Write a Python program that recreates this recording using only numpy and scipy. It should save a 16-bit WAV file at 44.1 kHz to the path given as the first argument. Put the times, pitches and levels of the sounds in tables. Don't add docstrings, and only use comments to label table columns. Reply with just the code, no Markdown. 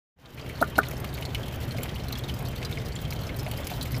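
import sys
import numpy as np
from scipy import signal
from scipy.fft import rfft, irfft, next_fast_len
from scipy.io import wavfile
from scipy.ndimage import uniform_filter1d

SR = 44100
rng = np.random.default_rng(int(sys.argv[2]) if len(sys.argv) > 2 else 0)


def nominal_scale(level):
    x = np.asarray(level, float) / 20
    return 10 ** x


def inscribe(sig):
    pcm = np.round(np.clip(np.atleast_2d(sig).T, -1, 1) * 32767)
    wavfile.write(sys.argv[1], SR, pcm.astype(np.int16))


N = 176400

# time in seconds, gain in dB.
FADE = [(.158, -62.5), (.165, -35), (.19, -18.5), (.25, -10), (.35, -6), (.45, -1), (.6, -0.5), (.9, 1)]
PUFF_RISE_S = .0003


def unit(x):
    return x / np.sqrt(np.mean(x ** 2) + 1e-20)


def filtered(x, response):
    size = next_fast_len(len(x) + 8192)
    spectrum = rfft(x, size) * response(np.fft.rfftfreq(size, 1 / SR))
    return irfft(spectrum, size)[:len(x)]


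def noise(points, patchy_db):
    grid = signal.stft(rng.standard_normal(N), nperseg=512)[2]
    field = uniform_filter1d(rng.standard_normal(grid.shape), 6, 0)
    field = uniform_filter1d(field, 8, 1)
    patchy = signal.istft(grid * nominal_scale(patchy_db * unit(field)), nperseg=512)[1][:N]
    point_hz, point_db = np.transpose(points)
    return unit(filtered(patchy, lambda hz: nominal_scale(np.interp(np.log(hz + 1), np.log(point_hz + 1), point_db))))


def peaks(rows):
    def response(f):
        return sum((-1) ** k * nominal_scale(db) * 1j * f * width / (hz * hz - f * f + 1j * f * width)
                   for k, (hz, width, db) in enumerate(rows))
    return response


def swell(rise_s, hold_s, t60):
    t = np.arange(SR * 2 // 25) / SR
    return (1 - np.exp(-t / rise_s)) * nominal_scale(-60 * np.maximum(t - hold_s, 0) / t60)


def add(out, s, x):
    part = out[round(s * SR):][:len(x)]
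    part += x[:len(part)]


def scatter(db, lo_hz, hi_hz, count):
    spread_db = 2.2
    u = rng.random((count, 3))
    level = db - spread_db * np.log(1 - .97 * u[:, 1])
    return np.c_[u[:, 0] * N / SR, level, lo_hz * (hi_hz / lo_hz) ** u[:, 2]]


def pump_rumble(fade):
    # frequency in Hz, level in dB per Hz.
    rumble_tone = [(15, -56), (25, -21), (54, -6), (70, 1), (92, -6), (129, -0.5), (178, -13), (279, -16.5),
                   (300, -32), (390, -85), (660, -120)]
    # time in seconds, level in dB.
    pump_swells = [(0.2, -59), (0.46, -38.5), (1.49, -33.5), (1.52, -37), (1.69, -30.5), (1.72, -35),
                   (1.77, -29.5), (1.86, -34), (3.44, -33), (3.91, -35), (3.94, -31.5), (4.0, -33)]
    level = nominal_scale(np.interp(np.arange(N) / SR, *np.transpose(pump_swells)))
    return level * np.minimum(fade * 15, 1) * noise(rumble_tone, patchy_db=.3)


def hum():
    return nominal_scale(-46) * np.sin(2 * np.pi * 120 * np.arange(N) / SR)


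def fizzing(hiss):
    fizz_hz, steady, fizz_t60 = 3600, .75, .045
    kicks = np.zeros(N)
    s, size = rng.random((260, 2)).T
    np.add.at(kicks, (s * N).astype(int), .3 + size)
    gain = unit(steady + signal.fftconvolve(kicks, swell(.0005, .004, fizz_t60))[:N])
    treble = filtered(hiss, lambda hz: 1 / (1 + (fizz_hz / (hz + 1)) ** 4))
    return hiss + (gain - 1) * treble


def water_hiss():
    # frequency in Hz, level in dB per Hz.
    hiss_tone = [(150, -7), (260, -1.5), (615, -5.5), (1000, -12), (3070, -17.5), (9000, -33.5),
                 (12000, -29.5), (15800, -29)]
    hiss = fizzing(noise(hiss_tone, patchy_db=1.6))
    whistle = filtered(hiss, peaks([(3125, 60, 3)]))
    return nominal_scale(-41) * (hiss + whistle)


def drops(rows, width_hz, band_share, trim_db, wide_db):
    # centre in Hz, width in Hz, level in dB.
    tub_modes = [(2180, 100, 9), (3120, 120, 9), (4250, 250, 3), (4850, 200, 3)]
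    tick, strike = 1.3, 15
    envelope = swell(PUFF_RISE_S, .005, .04) + tick * swell(.0001, .0001, .0027)
    own, wide = np.zeros(N), np.zeros(N)
    for s, db, hz in rows:
        puff = rng.standard_normal(len(envelope)) * envelope
        puff[2] += strike
        band = peaks([(0.98 * hz, band_share * hz, 0)])
        narrow = filtered(puff, peaks([(hz, width_hz, 0)]))
        broad = filtered(puff, lambda f: band(f) ** 2)
        add(own, s, nominal_scale(db + trim_db) * narrow / np.abs(narrow).max())
        add(wide, s, nominal_scale(db + trim_db + wide_db) * broad / np.abs(broad).max())
    return own + wide + filtered(wide, peaks(tub_modes))


def spray():
    # frequency in Hz, level in dB per Hz.
    mist_tone = [(2500, -30), (4500, -6), (7000, -6), (9300, -9), (12000, 0), (15800, -3)]
    # start in seconds, peak level in dB.
    splashes = [(0.8845, -30), (0.978, -30), (1.0005, -25.5), (1.1406, -29), (1.21, -30.5), (1.346, -27),
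                (1.542, -33), (1.8313, -21.5), (1.9508, -30), (2.0845, -28), (2.1237, -24), (2.1848, -24),
                (2.34, -27.5), (2.3893, -26), (2.4846, -27), (2.6492, -30), (2.8586, -32), (2.9555, -38),
                (3.0149, -28), (3.1062, -26.5), (3.1321, -26.5), (3.388, -24), (3.5138, -25), (3.5741, -26),
                (3.6445, -29), (3.67, -18.5), (3.8106, -36), (3.827, -22.5), (3.9178, -24), (3.979, -27),
                (0.2573, -50), (0.3444, -29), (0.4544, -42), (0.4918, -29), (0.699, -32.5),
                      (0.91, -25), (1.0444, -27.5), (1.256, -31), (1.7838, -32), (2.2944, -39),
                      (2.557, -29), (2.7136, -29.5), (3.2919, -52), (3.3443, -40), (3.4301, -30),
                      (3.462, -45), (3.6037, -50), (3.701, -26), (3.738, -31), (3.856, -28), (3.941, -74)]
    # start in seconds, peak level in dB.
    flecks = [(0.6714, -42), (0.8315, -47), (0.861, -38), (1.482, -39), (1.5574, -33), (1.6038, -36),
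              (1.6496, -40), (1.6891, -41), (1.721, -40), (1.8038, -43), (1.8562, -38), (2.2838, -35.5),
              (2.4239, -38), (2.4494, -38), (2.5794, -39), (2.6174, -48), (2.8075, -45), (2.8844, -35),
              (3.2115, -38), (3.235, -42), (3.3644, -32), (3.484, -35), (3.7249, -37), (3.907, -42),
              (3.9644, -40)]
    # start in seconds, peak level in dB.
    clicks = [
        (0.8854, -29),
        (1.347, -42),
        (1.8332, -26),
        (3.5128, -27),
        (3.5734, -39),
    ]
    gate = np.zeros(N)
    puff = swell(PUFF_RISE_S, .005, .03) + 1.2 * swell(.0001, .0003, .004)
    for s, db in splashes:
        add(gate, s, nominal_scale(db - 16) * puff)
    for s, db in flecks:
        add(gate, s, nominal_scale(db - 10.5) * puff)
    for s, db in clicks:
        add(gate, s, nominal_scale(db - 5) * swell(.0001, .001, .006))
    tiny = scatter(-52, 4500, 15000, count=120)
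    droplets = drops(tiny, width_hz=1200, band_share=.4, trim_db=0, wide_db=-4)
    return gate * noise(mist_tone, patchy_db=4.5) + droplets


def drips():
    # start in seconds, peak level in dB, bubble pitch
    # in Hz.
    light_drips = [(0.4974, -31, 2180), (0.7558, -29, 2880), (0.7802, -29.5, 2060), (0.8321, -27, 2000),
                   (0.9139, -33, 2100), (1.0446, -27.5, 2880), (1.1783, -31.5, 2300), (1.2527, -25.5, 4250),
                   (1.3479, -20, 2940), (1.4826, -32, 3180), (1.5405, -34.5, 3030), (1.8338, -29, 3100),
                   (1.8568, -30, 2030), (1.9591, -29, 2880), (2.1267, -24, 4140), (2.2379, -29.5, 3740),
                   (2.2958, -25.5, 2990), (2.617, -32.5, 2150), (2.6495, -24.5, 4880),
                   (2.7143, -31.5, 2220), (2.7732, -30, 2170), (2.9618, -28, 3290), (3.0521, -30, 3240),
                   (3.294, -28.5, 2250), (3.3953, -27, 5270), (3.4646, -29.5, 2330), (3.514, -28.5, 3000),
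                   (3.6702, -31, 2770), (3.8123, -23.5, 4080), (3.9445, -31.5, 2170),
                   (0.258, -30, 3700), (0.8347, -29, 2880), (2.697, -39, 2200), (0.3764, -32.5, 2280),
                   (0.397, -29.5, 3150), (0.4626, -34, 2350), (0.5706, -42, 4330), (0.968, -34.5, 5400),
                   (1.2238, -28, 3000), (1.4312, -32, 3240), (1.7843, -30.5, 2320), (1.892, -30, 3180),
                   (1.997, -36, 2940), (2.084, -33, 4100), (2.154, -28.5, 3340), (2.193, -30, 3360),
                   (2.5331, -36.5, 2170), (2.6286, -26.5, 3070), (2.922, -33.5, 4440), (3.1057, -29, 4900),
                   (3.1248, -29, 2440), (3.5587, -39, 3110), (3.584, -34.5, 1900), (3.6975, -33.5, 2330),
                   (3.737, -32.5, 3980), (3.8284, -30, 4300), (3.8576, -38.5, 2180),
                   (0.554, -38, 4310), (0.606, -28, 3990), (1.1288, -38.5, 3720), (1.148, -35, 3850),
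                       (1.211, -46, 3810), (1.774, -32, 4870), (1.886, -38, 3800), (2.0703, -41, 4050),
                       (2.2883, -29, 3320), (2.3395, -35, 4970), (2.388, -42, 3890), (2.4723, -36, 4440),
                       (2.5611, -33.5, 3700), (2.579, -39, 4340), (2.7257, -29.5, 3710),
                       (2.7861, -35, 5000), (2.7994, -37, 3680), (2.859, -33.5, 4900), (2.8838, -39, 4260),
                       (2.955, -31.5, 7200), (2.989, -36, 3550), (3.1901, -35.5, 4600),
                       (3.235, -35.5, 4210), (3.269, -31, 5200), (3.344, -38.5, 4050), (3.4306, -41, 3840),
                       (3.5738, -42, 5320), (3.644, -44, 4330), (3.6701, -31, 4850), (3.7047, -33, 3530),
                       (3.91, -40, 4520), (3.9175, -40, 4820), (3.965, -32, 4730)]
    small = scatter(-37.5, 2110, 5600, count=45)
    rows = [*light_drips, *small]
    return drops(rows, width_hz=140, band_share=.85, trim_db=-6, wide_db=1)


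def plops():
    # start in seconds, peak level in dB, bubble pitch in Hz.
    big_drops = [(0.934, -29, 594), (1.042, -28.5, 1160), (1.396, -27, 526), (1.747, -24.5, 670),
                 (1.785, -28, 555), (1.85, -27.5, 684), (2.05, -31.5, 670), (2.819, -27.5, 470),
                 (3.464, -25.5, 666), (3.478, -25, 715), (3.535, -27.5, 587), (3.595, -29, 600),
                 (3.716, -22.5, 733), (3.97, -27, 535)]
    rows = [*big_drops, *scatter(-38, 424, 1250, count=35)]
    return drops(rows, width_hz=80, band_share=1, trim_db=-4.5, wide_db=-43)


def smack(duration_s, hz, db, low_db):
    low_share, sharpness, grows_db = .46, .35, 3
    t = np.arange(SR // 8) / SR
    t = t[t < duration_s]
    wave = np.sin(2 * np.pi * hz * t) + nominal_scale(low_db) * np.sin(2 * np.pi * low_share * hz * t)
    wave = wave + sharpness * (wave ** 2 - np.mean(wave ** 2))
    progress = t / t[-1]
    return nominal_scale(db + grows_db * (progress - .5)) * np.sin(np.pi * progress) ** 0.3 * wave


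def clucks():
    # smack start and pop start in seconds, smack and pop pitch in Hz, flutter delay in
    # seconds.
    cluck_rows = [
        (.6139, .6256, 635, 1390, .0052),
        (.7816, .7876, 705, 1430, .0044),
    ]
    # pop, smack, smack undertone and hiss level in dB, pop peakedness as an exponent.
    strengths = [
        (-11, -17.5, -4, -24, .5),
        (-6, -15, -2.5, -19, 1.15),
    ]
    # frequency in Hz, level in dB, 60 dB decay time in seconds.
    hollow_modes = [(218, -27, 0.13), (330, -18, 0.052), (416, -11.5, 0.061), (635, -24, 0.13),
                    (920, -35, .03), (1198, -17, 0.088), (1790, -16.5, 0.047)]
    # frequency in Hz, level in dB per Hz.
    smack_tone = [(1500, -26), (4000, -5), (7500, -9), (12500, 0), (16000, -2)]
    pop_s, pop_lead_s, pop_skew, pop_rise_s = .0052, .0007, .85, .003
    push_db, push_t60 = -10, .017
    flutter_db, flutter_loss_db = -12.5, 4
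    hiss_t60, pop_hiss_db = .05, -13
    echo_t60, echo_db = .07, -22

    body, gate, t = np.zeros(N), np.zeros(N), np.arange(SR // 8) / SR
    for cluck, strength in zip(cluck_rows, strengths):
        start, pop, smack_hz, pop_hz, flutter_s = cluck
        pop_db, smack_db, low_db, hiss_db, roundness = strength
        add(body, start, smack(pop - start, smack_hz, smack_db, low_db))

        turn = 2 * np.pi * pop_hz * (t - pop_lead_s)
        arch = np.sin(np.pi * np.minimum(t / pop_s, 1) ** pop_skew).clip(0) ** roundness
        burst = nominal_scale(pop_db) * arch * np.cos(turn) * (t < pop_s)
        push = nominal_scale(push_db - 60 * t / push_t60) * np.cos(turn / 2) * (1 - np.exp(-t / .0003))
        add(body, pop, burst + push)

        for k, (late, db) in enumerate(rng.standard_normal((6, 2))):
            bounce = pop + (k + 1) * flutter_s + .0002 * late
            add(body, bounce, nominal_scale(flutter_db - flutter_loss_db * k + .8 * db) * burst)

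        ring = -sum(nominal_scale(db - 60 * t / t60) * np.sin(2 * np.pi * hz * t) for hz, db, t60 in hollow_modes)
        add(body, pop, nominal_scale(pop_db) * ring * (1 - np.exp(-t / pop_rise_s)))

        add(gate, start - .001, nominal_scale(hiss_db - 7.5) * swell(.00024, .0019, hiss_t60))
        add(gate, pop, nominal_scale(hiss_db + pop_hiss_db) * swell(.00026, .00063, hiss_t60 / 2))

    tail = rng.standard_normal(len(t)) * nominal_scale(-60 * t / echo_t60) * (t > .004)
    echo = signal.fftconvolve(body, tail / np.linalg.norm(tail))[:N]
    return body + nominal_scale(echo_db) * echo + gate * noise(smack_tone, patchy_db=1.5)


def scene():
    fade = nominal_scale(np.interp(np.arange(N) / SR, *np.transpose(FADE)))
    water = hum() + water_hiss() + spray() + drips() + plops()
    return (pump_rumble(fade) + water * fade + clucks())[None]


def roll_off(x):
    return signal.sosfilt(signal.butter(12, 16800, fs=SR, output="sos"), x)


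def record(dry):
    top_hz, edge_hz, above_db = 15530, 40, -42
    kept = filtered(dry[0], lambda hz: nominal_scale(above_db * (1 + np.tanh((hz - top_hz) / edge_hz)) / 2))
    started = np.arange(N) / SR > FADE[0][0]
    return roll_off((kept * started)[None])


dry = scene()
out = record(dry)
inscribe(out)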